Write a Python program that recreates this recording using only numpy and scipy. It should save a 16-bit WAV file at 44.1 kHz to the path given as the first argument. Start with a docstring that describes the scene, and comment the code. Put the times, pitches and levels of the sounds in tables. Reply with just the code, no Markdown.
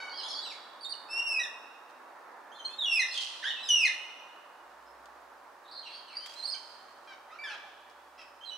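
"""Black cockatoos call while they feed high in a gum tree: gliding whistles that break down to a lower register,
wavering squeaks, nasal squawks, hoarse cries, clear tones and one toneless screech.
Calls are unsteady harmonic tones shaped by throat resonances; branches scatter them and the forest rings on.
Twigs snap as shaped noise; a distant rush, a low drone, a faint hum and a hiss lie below."""
import sys
import numpy as np
from scipy import signal
from scipy.fft import rfft, irfft, next_fast_len
from scipy.io import wavfile

SR = 44100
rng = np.random.default_rng(int(sys.argv[2]) if len(sys.argv) > 2 else 0)


def file_out(sig):
    """Save sig as 16-bit WAV at sys.argv[1]."""
    # one column per channel
    cols = np.atleast_2d(sig).T
    # limit, then scale
    lim = np.clip(cols, -1, 1)
    pcm = np.round(lim * 32767).astype(np.int16)
    wavfile.write(sys.argv[1], SR, pcm)


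N = 377937
CUTOFF_HZ = 15700
WAIL_SLOPE_DB = -6  # per octave of overtones

# resonance of throat and open beak: (frequency [Hz], gain [dB])
THROAT = [(750, -16), (1200, -8), (1700, 0), (2900, 4), (4300, 1.5), (5100, 0), (5900, 2.5), (6700, -10),
          (7400, -11.5), (8100, -12.5), (8900, -14), (10500, -9.5), (13500, -35.5), (15500, -22.5)]
# likeness of the two channels: (frequency [Hz], left-right correlation [-1 to 1])
LIKENESS = [(60, 0.97), (250, 1), (600, 0.67), (1100, 0.79), (3000, 0.35), (12000, 0.38)]


def cockatoos():
    """Wails are clean and direct; the cries of the flock are hoarser and more scattered."""
    # Short notes, all: (onset [s], length [s], start pitch [Hz], end pitch [Hz], arch: bulge halfway [share of pitch],
    # direct level at mid-note [dB], swell: rise over the note [dB], boost of overtones [dB])
    # clean yelps that lead into a wail, or end it a register lower; columns as above
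    yelp_rows = [ (1.391, 0.073, 1938, 1683, .035, -37.5, -5.5, 2.5),
                 (2.646, .023, 4156, 4286, 0.0025, -33.5, -4, -5),
                 (2.782, .075, 3890, 3243, 0.0091, -32.5, 5.5, -10),
                 (2.99, .048, 2120, 1730, .025, -30, -6, -0.5),
                 (3.848, 0.041, 2190, 1640, 0.028, -29, -14, -1), ]
    # thin wavering squeaks of a bird to the right; columns as above
    squeak_rows = [ (.805, 0.048, 4440, 4210, 0.071, -47, 9, 6),
                   (.844, 0.035, 3790, 3960, -0.052, -41, -2, 4),
                   (.89, 0.029, 4540, 4400, 0.038, -40, 6, 8.5),
                   (.917, 0.017, 4760, 3800, 0.052, -35.5, -1, 3),
                   (.932, 0.013, 2950, 2910, 0.0024, -46.5, -1, -4),
                   (6.355, 0.064, 3930, 4100, .04, -47, 5, -1),
                   (6.42, 0.031, 4070, 4770, -.06, -39.5, 1, 2),
                   (6.446, .021, 4340, 5060, -0.038, -35.5, 6, -3),
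                   (6.468, 0.036, 4190, 4610, -0.036, -39.5, 2, 10),
                   (6.496, .047, 4970, 4220, .1, -40.5, 14, -14),
                   (6.541, .018, 3090, 3100, 0.0042, -45.5, -7, 6),
                   (8.405, 0.048, 3030, 3260, -0.0063, -53.5, 16, -6),
                   (8.45, 0.055, 4200, 3870, 0.0046, -46.5, 7, -5),
                   (8.502, 0.068, 3050, 2980, -0.02, -46.5, -1, -4), ]
    # clear tones: separate calls and strong single overtones of other calls; columns as above
    clear_rows = [ (0, 0.13, 1507, 1433, .005, -53, 3, -10), (0, .11, 2245, 2200, 0.0023, -50.5, -11, 2.5),
                  (.128, 0.093, 3130, 2790, .1, -51.5, 7, -10), (.23, .11, 3210, 3190, 0.071, -46.5, -2, 4),
                  (.35, 0.067, 3280, 3395, 0.04, -49.5, -0.5, 2), (.17, 0.039, 4450, 4150, 0, -48, -5, -8),
                  (.303, .028, 5550, 4670, 0, -49, -1, -15), (.365, .04, 4700, 4350, 0, -48, 2, -6),
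                  (.415, .08, 3710, 3490, .11, -47, 1, 3), (.446, 0.028, 3270, 2520, 0.018, -47.5, 2, 0),
                  (.498, 0.036, 2880, 2050, -0.028, -49.5, 4, 10),
                  (2.15, 0.94, 1828, 1725, -.025, -68.5, 5, -14),
                  (2.515, 0.061, 3050, 3630, 0.033, -59, -1.5, 4),
                  (2.55, .06, 4270, 3870, 0, -64.5, -7, -6), (2.585, 0.1, 3260, 3350, -.07, -54, 0, 2),
                  (2.68, .06, 2460, 2670, 0, -64, -2, -3), (2.695, 0.089, 3350, 3660, 0.032, -59, -8, 7),
                  (3.08, 0.036, 5210, 5010, .01, -48, -6.5, -11),
                  (3.109, .023, 4240, 4000, 0.011, -43.5, -7, 3.5),
                  (3.438, 0.057, 1524, 1945, 0.018, -38, 1, -5.5),
                  (3.45, .06, 3150, 3675, .05, -41.5, 1, -6),
                  (3.503, .022, 3195, 2870, -0.027, -40, -12, -16.5),
                  (3.53, 0.074, 2935, 2595, -0.016, -51, 6.5, -12.5),
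                  (3.595, 0.11, 3950, 3325, 0.061, -47, 7, 1),
                  (3.63, 0.059, 2596, 2400, .035, -52, 9.5, 24.5),
                  (4.86, 0.069, 5130, 5320, .008, -75, -7, -11),
                  (6.166, 0.016, 4790, 4660, 0.00092, -39, -5, -8),
                  (6.2, 0.12, 2950, 3290, 0.035, -56, 1, -3),
                  (7.308, 0.078, 1164, 1453, 0.061, -57.5, -10, -9),
                  (7.385, 0.08, 2315, 2320, .01, -46, 3, -7), ]
    # hoarse, wavering cries of the flock; columns as above
    cry_rows = [ (.09, 0.13, 4400, 4900, 0.036, -50.5, 3, -7), (.165, 0.12, 4430, 3520, 0, -55, -8, 1),
                (.275, 0.059, 4260, 4090, 0.0076, -45, 4, 4), (.28, 0.12, 5620, 4300, -0.038, -47, 3, -12),
                (3.14, 0.057, 3500, 3093, -.02, -40, -2, 0), (3.2, 0.16, 3090, 2730, .01, -55, -8, 5),
                (3.423, 0.0245, 1627, 2000, 0.088, -42, -2, 1),
                (3.44, 0.069, 2800, 3700, 0.084, -45, -5, -3),
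                (5.645, 0.097, 3780, 4200, 0.0064, -60, 8, -0.5),
                (5.71, .1, 4720, 4360, -.055, -52, -3, -2), (5.825, .11, 3125, 1850, .06, -58, -2, -2),
                (5.84, 0.13, 3920, 4610, 0.0069, -53, 9, 1.5),
                (5.9, 0.147, 3460, 3290, -0.046, -62.5, -8, -1),
                (6.07, 0.099, 3135, 1850, 0.016, -56.5, -1, -3),
                (6.08, 0.18, 4010, 4660, 0.05, -55, 0, 5.5),
                (7.285, 0.035, 1585, 2190, -0.0043, -60.5, 7, -9),
                (7.47, 0.088, 1710, 1605, 0.006, -50.5, 3, 0),
                (8.175, .06, 2740, 2467, 0.0012, -57.5, -1, 8.5), ]
    # nasal low-register calls; columns as above
    squawk_rows = [ (0, 0.11, 759.5, 731, .01, -51, -12, 10), (6.541, 0.024, 761, 777, 0, -53, -8, 0),
                   (7.072, 0.071, 792, 724, 0.027, -53.5, -1, 5),
                   (7.436, 0.11, 1809, 1202, 0, -46.5, -11.5, 1),
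                   (7.498, 0.058, 876.4, 766, 0.0049, -46, -4, -2),
                   (7.635, .07, 829, 728, 0.0088, -58.5, -1, -14),
                   (8.183, 0.044, 670, 618, 0, -56.5, -3, 8), ]

    # jitter: spread of pitch [share]; rasp: depth of hoarseness [ratio]
    pure = dict(jitter=.002, rasp=.01)
    slightly_hoarse = dict(jitter=.005, rasp=.12)
    wavering = dict(jitter=.008, rasp=.12)
    creaky = dict(jitter=.008, rasp=.2)
    hoarse = dict(jitter=.022, rasp=.42)

    yelps = glides(yelp_rows, attack_s=.0078, release_s=.0088)
    wails = syrinx([*wail_notes(), *yelps], flutter_db=2, slope_db=WAIL_SLOPE_DB, **pure)
    squeaks = syrinx(glides(squeak_rows, attack_s=.0071, release_s=.0022),
                     flutter_db=2, slope_db=-9, **wavering)
    clear_tones = syrinx(glides(clear_rows, attack_s=.0033, release_s=.007),
                         flutter_db=2.5, slope_db=-7.5, **slightly_hoarse)
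    cries = syrinx(glides(cry_rows, attack_s=.0061, release_s=.01),
                   flutter_db=4, slope_db=-10.5, **hoarse)
    squawks = syrinx(glides(squawk_rows, attack_s=.0019, release_s=.006),
                     flutter_db=.5, slope_db=-8.5, **creaky)
    return (panned(forest(wails, scatter_db=-2.5, scatter_t60_s=.28, tail_db=-18), pan_db=-1.5)
            + panned(forest(squeaks, scatter_db=-5.5, scatter_t60_s=.28, tail_db=-15.5), pan_db=-6.5)
            + panned(forest(clear_tones, scatter_db=-.5, scatter_t60_s=.26, tail_db=-11.5), pan_db=-3)
            + panned(forest(cries, scatter_db=0, scatter_t60_s=.39, tail_db=-11.5), pan_db=-2.5)
            + panned(forest(squawks, scatter_db=-2.5, scatter_t60_s=.21, tail_db=-10.5), pan_db=-.5))


def wail_notes():
    """A wail glides along a pitch curve; fundamental and octave fluctuate as scattered sound interferes."""
    # long wails of the nearest birds, one curve each:
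    # (time [s], pitch [Hz], fundamental level [dB], octave level [dB])
    wail_curves = [
        [(1.085, 2580, -55, -61.5), (1.119, 2665, -43, -42.5), (1.201, 2773, -30, -43), (1.255, 2767, -32, -52),
         (1.277, 2729, -44.5, -37.5), (1.321, 2662, -33.5, -40.5), (1.383, 2504, -32.5, -50.5),
         (1.392, 2420, -38, -59)],
        [(2.855, 2960, -36.5, -51), (2.885, 2818, -28, -46.5), (2.955, 2638, -30.5, -33.5),
         (2.981, 2487, -26, -45), (2.992, 2360, -43, -56)],
        [(3.686, 3142, -35, -35), (3.706, 2942, -26, -33.5), (3.74, 2912, -24.5, -30),
         (3.774, 2810, -27, -46.5), (3.794, 2738, -22.5, -33), (3.804, 2677, -33.5, -41),
         (3.844, 2454, -24, -43), (3.851, 2400, -53, -59)],
    ]
    for wail in wail_curves:
        t = note_times(wail[0][0], wail[-1][0])
        pitch, first_db, octave_db = in_time(wail, t)
        level = np.hypot(from_db(first_db), from_db(octave_db))
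        # take out what the syrinx adds to the octave by itself
        throat_tilt_db = WAIL_SLOPE_DB + at_hz(THROAT, 2 * pitch) - at_hz(THROAT, pitch)
        yield t, pitch, level, octave_db - first_db - throat_tilt_db


def glides(rows, attack_s, release_s):
    """Each note slides along one arch of pitch; its level rises, swells or sags evenly, and is released."""
    for start, length, start_hz, end_hz, arch, level_db, swell_db, overtones_db in rows:
        t = note_times(start, start + length)
        along = (t - start) / length
        bulge = 1 + arch * (1 - (2 * along - 1) ** 2)
        pitch = (start_hz + (end_hz - start_hz) * along) * bulge
        gate = np.clip((t - start) / attack_s, 0, 1) * np.clip((t[-1] - t) / release_s, 0, 1)
        yield t, pitch, gate * from_db(level_db + swell_db * (along - .5)), overtones_db


def note_times(start, end):
    """Times of the samples of one note."""
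    return np.arange(max(int(start * SR), 0), min(int(end * SR), N)) / SR


def syrinx(notes, jitter, flutter_db, slope_db, rasp):
    """A membrane follows each pitch glide unsteadily; its harmonics sweep through the throat's resonances."""
    out = np.zeros(N)
    k = np.arange(1, 13)[:, None]  # harmonic numbers
    for t, pitch, level, overtones_db in notes:
        pitch = pitch * (1 + jitter * drift(156, len(t)))
        phase = 2 * np.pi * np.cumsum(pitch) / SR
        gains_db = slope_db * np.log2(k) + (k > 1) * overtones_db + at_hz(THROAT, k * pitch)
        gains = from_db(gains_db) * (k * pitch < CUTOFF_HZ)
        power = np.sum(gains ** 2, axis=0) / 2
        tone = np.sum(gains * np.sin(k * phase), axis=0) / np.sqrt(power)
        # chaotic beating of the membrane smears every harmonic into a hoarse band
        tone = tone * (1 + rasp * hoarseness(len(t), width_hz=550)) / np.sqrt(1 + rasp ** 2)
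        to_edge_s = np.minimum(t - t[0], t[-1] - t)
        edges = np.sin(np.pi / 2 * np.clip(to_edge_s / .004, 0, 1)) ** 2
        flutter = from_db(flutter_db * drift(70.7, len(t)))
        out[np.rint(t * SR).astype(int)] += tone * edges * level * flutter
    return out


def hoarseness(size, width_hz):
    """Low-pass noise of unit power that roughens a tone."""
    low_pass = signal.butter(4, width_hz, fs=SR, output="sos")
    settled = signal.sosfilt(low_pass, rng.standard_normal(size + 1000))[1000:]
    return rms_one(settled)


def screech(t):
    """Air forced through the syrinx without a tone, in a ragged rattle."""
    # (frequency [Hz], relative level per Hz [dB])
    screech_colour = [(1180, -45.5), (2000, -20), (2270, -16), (2970, -6.5), (4340, 0), (5360, -7.5),
                      (6290, -12), (9920, -20.5), (15000, -48.5)]
    onset_s, attack_s, hold_s = 3.11, .038, .097
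    level_db, fade_db_per_s = -41.5, 176.5
    attack = np.clip((t - onset_s) / attack_s, 0, 1)
    fade_db = fade_db_per_s * np.clip(t - onset_s - attack_s - hold_s, 0, 1)
    return attack * from_db(level_db - fade_db + 3 * drift(120, N)) * coloured_noise(screech_colour)


def twigs(t):
    """Each snap dies away in a grainy rustle of leaves."""
    # twigs snapping: (onset [s], level [dB], time to fall by 23 dB [s])
    snaps = [(1.897, -64, 0.044), (2.316, -71, .04), (4.701, -72, 0.2), (4.81, -78, 0.15),
             (5.057, -57.5, 0.016), (6.26, -46.5, 0.045), (6.29, -56, 0.8), (7.898, -60, 0.036)]
    # (frequency [Hz], relative level per Hz [dB])
    snap_colour = [(300, -60), (1500, -1.5), (3000, 4), (5500, 0.5), (9000, -9.5), (15000, -21.5)]
    envelope = 0
    for onset_s, level_db, fall_s in snaps:
        fade_db = 23 * np.clip((t - onset_s) / fall_s, 0, 4)
        envelope = envelope + (t >= onset_s) * from_db(level_db - fade_db)
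    return envelope * from_db(4 * drift(260, N)) * coloured_noise(snap_colour)


def forest(x, scatter_db, scatter_t60_s, tail_db):
    """Direct sound, quick scatter from the branches around the bird, and a long tail from the trees beyond."""
    # ringing of the trees beyond: (frequency [Hz], time to fall by 60 dB [s])
    tail_t60 = [(500, 1.5), (2000, 0.9), (3000, 1.59), (5500, 0.76), (8000, 1.28), (15000, 0.18)]
    t = np.arange(3 * SR // 2) / SR
    scatter, tail = 0, 0
    for hz, band in noise_bands(len(t), 350):
        scatter = scatter + band * from_db(-60 * t / scatter_t60_s)
        tail = tail + band * from_db(-60 * t / at_hz(tail_t60, hz))
    # both build up gradually
    scatter = scatter * (1 - np.exp(-t / .003))
    tail = tail * (1 - np.exp(-t / .12))
    echoes = from_db(scatter_db) * rms_one(scatter) + from_db(tail_db) * rms_one(tail)
    echoes = echoes / np.sqrt(len(t))
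    return x + signal.fftconvolve(np.atleast_2d(x), echoes, axes=1)[:, :N]


def background(t):
    """A far rush of slowly changing level, a low drone setting in, a wavering hum and steady hiss."""
    # distant rush before its gain: (time [s], level [dB])
    rush_levels = [(0.0, -50), (0.31, -49), (0.86, -54), (1.17, -50), (1.89, -54), (2.31, -51.5),
                   (3.22, -55), (4.34, -53.5), (4.8, -55.5), (5.13, -54), (5.56, -55.5), (7.59, -54.5),
                   (7.83, -57), (8.57, -56.5)]
    # (frequency [Hz], relative level per Hz [dB])
    rush_colour = [(18, -58), (30, -47), (54, -37.5), (76, -27.5), (102, -31.5), (209, -20.5), (257, -11.5),
                   (352, -10), (528, -5.5), (697, -1.5), (920, 2.5), (1170, -0.5), (1790, -6.5),
                   (2200, -16), (2500, -20), (3250, -55), (5500, -120)]
    # low drone: (time [s], pitch [Hz], level [dB])
    drone_curve = [(0, 55, -115), (4.3, 55.5, -105), (4.7, 59.4, -82), (5.0, 62, -75.5), (5.6, 64.9, -89),
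                   (7.6, 68.6, -86), (8.2, 70.3, -82), (8.57, 67.5, -86)]
    # faint far-off hum: (mean pitch [Hz], level [dB])
    hum_tones = [(361, -78), (581, -69)]
    # (frequency [Hz], relative level per Hz [dB])
    hiss_colour = [(1350, -40.5), (2300, 2), (3400, -1.5), (4460, -2.5), (7150, -8.5), (8860, -10),
                   (15500, -15)]
    rush_gain_db, hiss_db = 1.5, -67.5

    rush_db, = in_time(rush_levels, t)
    rush = from_db(rush_db + rush_gain_db + .5 * drift(17, N)) * coloured_noise(rush_colour)
    drone_hz, drone_db = in_time(drone_curve, t)
    drone = from_db(drone_db) * sine(drone_hz)
    hum = 0
    for hz, level_db in hum_tones:
        hum = hum + from_db(level_db) * sine(hz * (1 + .01194 * drift(11.48, N)))
    hiss = from_db(hiss_db) * coloured_noise(hiss_colour)
    return panned(rush + hum, pan_db=-2.5) + drone + panned(hiss, pan_db=-1.5)


def sine(pitch_hz):
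    """Sine of unit power that follows a pitch curve."""
    return np.sqrt(2) * np.sin(2 * np.pi * np.cumsum(pitch_hz) / SR)


def noise_bands(size, low_hz):
    """Half-octave bands of stereo noise, correlated as LIKENESS says: (centre [Hz], band)."""
    white = rng.standard_normal((2, 2, size))
    count = round(2 * np.log2(CUTOFF_HZ / low_hz))
    edges = np.geomspace(low_hz, CUTOFF_HZ, count + 1)
    for k, (low, high) in enumerate(zip(edges, edges[1:])):
        band_pass = signal.butter(3, [low, high], "band", fs=SR, output="sos")
        # neighbouring bands use independent noise
        mid, side = signal.sosfilt(band_pass, white[k % 2])
        hz = np.sqrt(low * high)
        yield hz, stereo(mid, side, hz)


def coloured_noise(colour):
    """Steady stereo noise with the given spectrum; rms 1."""
    size = next_fast_len(N)
    hz = np.maximum(np.fft.rfftfreq(size, 1 / SR), 1)
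    mid, side = rfft(rng.standard_normal((2, size))) * from_db(at_hz(colour, hz))
    return rms_one(irfft(stereo(mid, side, hz), size)[:, :N])


def stereo(mid, side, hz):
    """Mix independent mid and side noise to the left-right correlation at hz."""
    alike = at_hz(LIKENESS, hz)
    return np.sqrt(1 + alike) * mid + np.sqrt(1 - alike) * side * [[1], [-1]]


def panned(x, pan_db):
    """Stereo placement by level difference, left minus right."""
    return x * from_db(np.array([[pan_db], [-pan_db]]) / 2)


def drift(rate_hz, size):
    """Smooth random wander of spread 1: twice low-passed noise, drawn at SR / 8."""
    r = np.exp(-16 * np.pi * rate_hz / SR)
    slow = signal.lfilter([1], [1, -2 * r, r * r], rng.standard_normal(size // 8 + 6002))
    # skip the first 6000 values while the filter settles
    return np.interp(np.arange(size) / 8 + 6000, np.arange(len(slow)), rms_one(slow))


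def in_time(rows, t):
    """Columns of a curve at the times t."""
    s, *columns = np.transpose(rows)
    return [np.interp(t, s, c) for c in columns]


def at_hz(points, hz):
    """Read a spectrum on a log-frequency axis."""
    f, value = np.transpose(points)
    return np.interp(np.log(hz), np.log(f), value)


def from_db(db):
    """Decibels to gain."""
    return 10 ** (np.asarray(db) / 20)


def rms_one(x):
    """Scale to unit power."""
    return x / np.sqrt(np.mean(x ** 2) + 1e-20)


def scene():
    """Birds and twigs in the canopy over the background."""
    t = np.arange(N) / SR
    noises = forest(screech(t) + twigs(t), scatter_db=-16, scatter_t60_s=.092, tail_db=-8.5)
    return cockatoos() + panned(noises, pan_db=-1.5) + background(t)


def record(dry):
    """The top is cut steeply."""
    return signal.sosfilt(signal.ellip(10, .2, 80, CUTOFF_HZ, fs=SR, output="sos"), dry)


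dry = scene()
out = record(dry)
file_out(out)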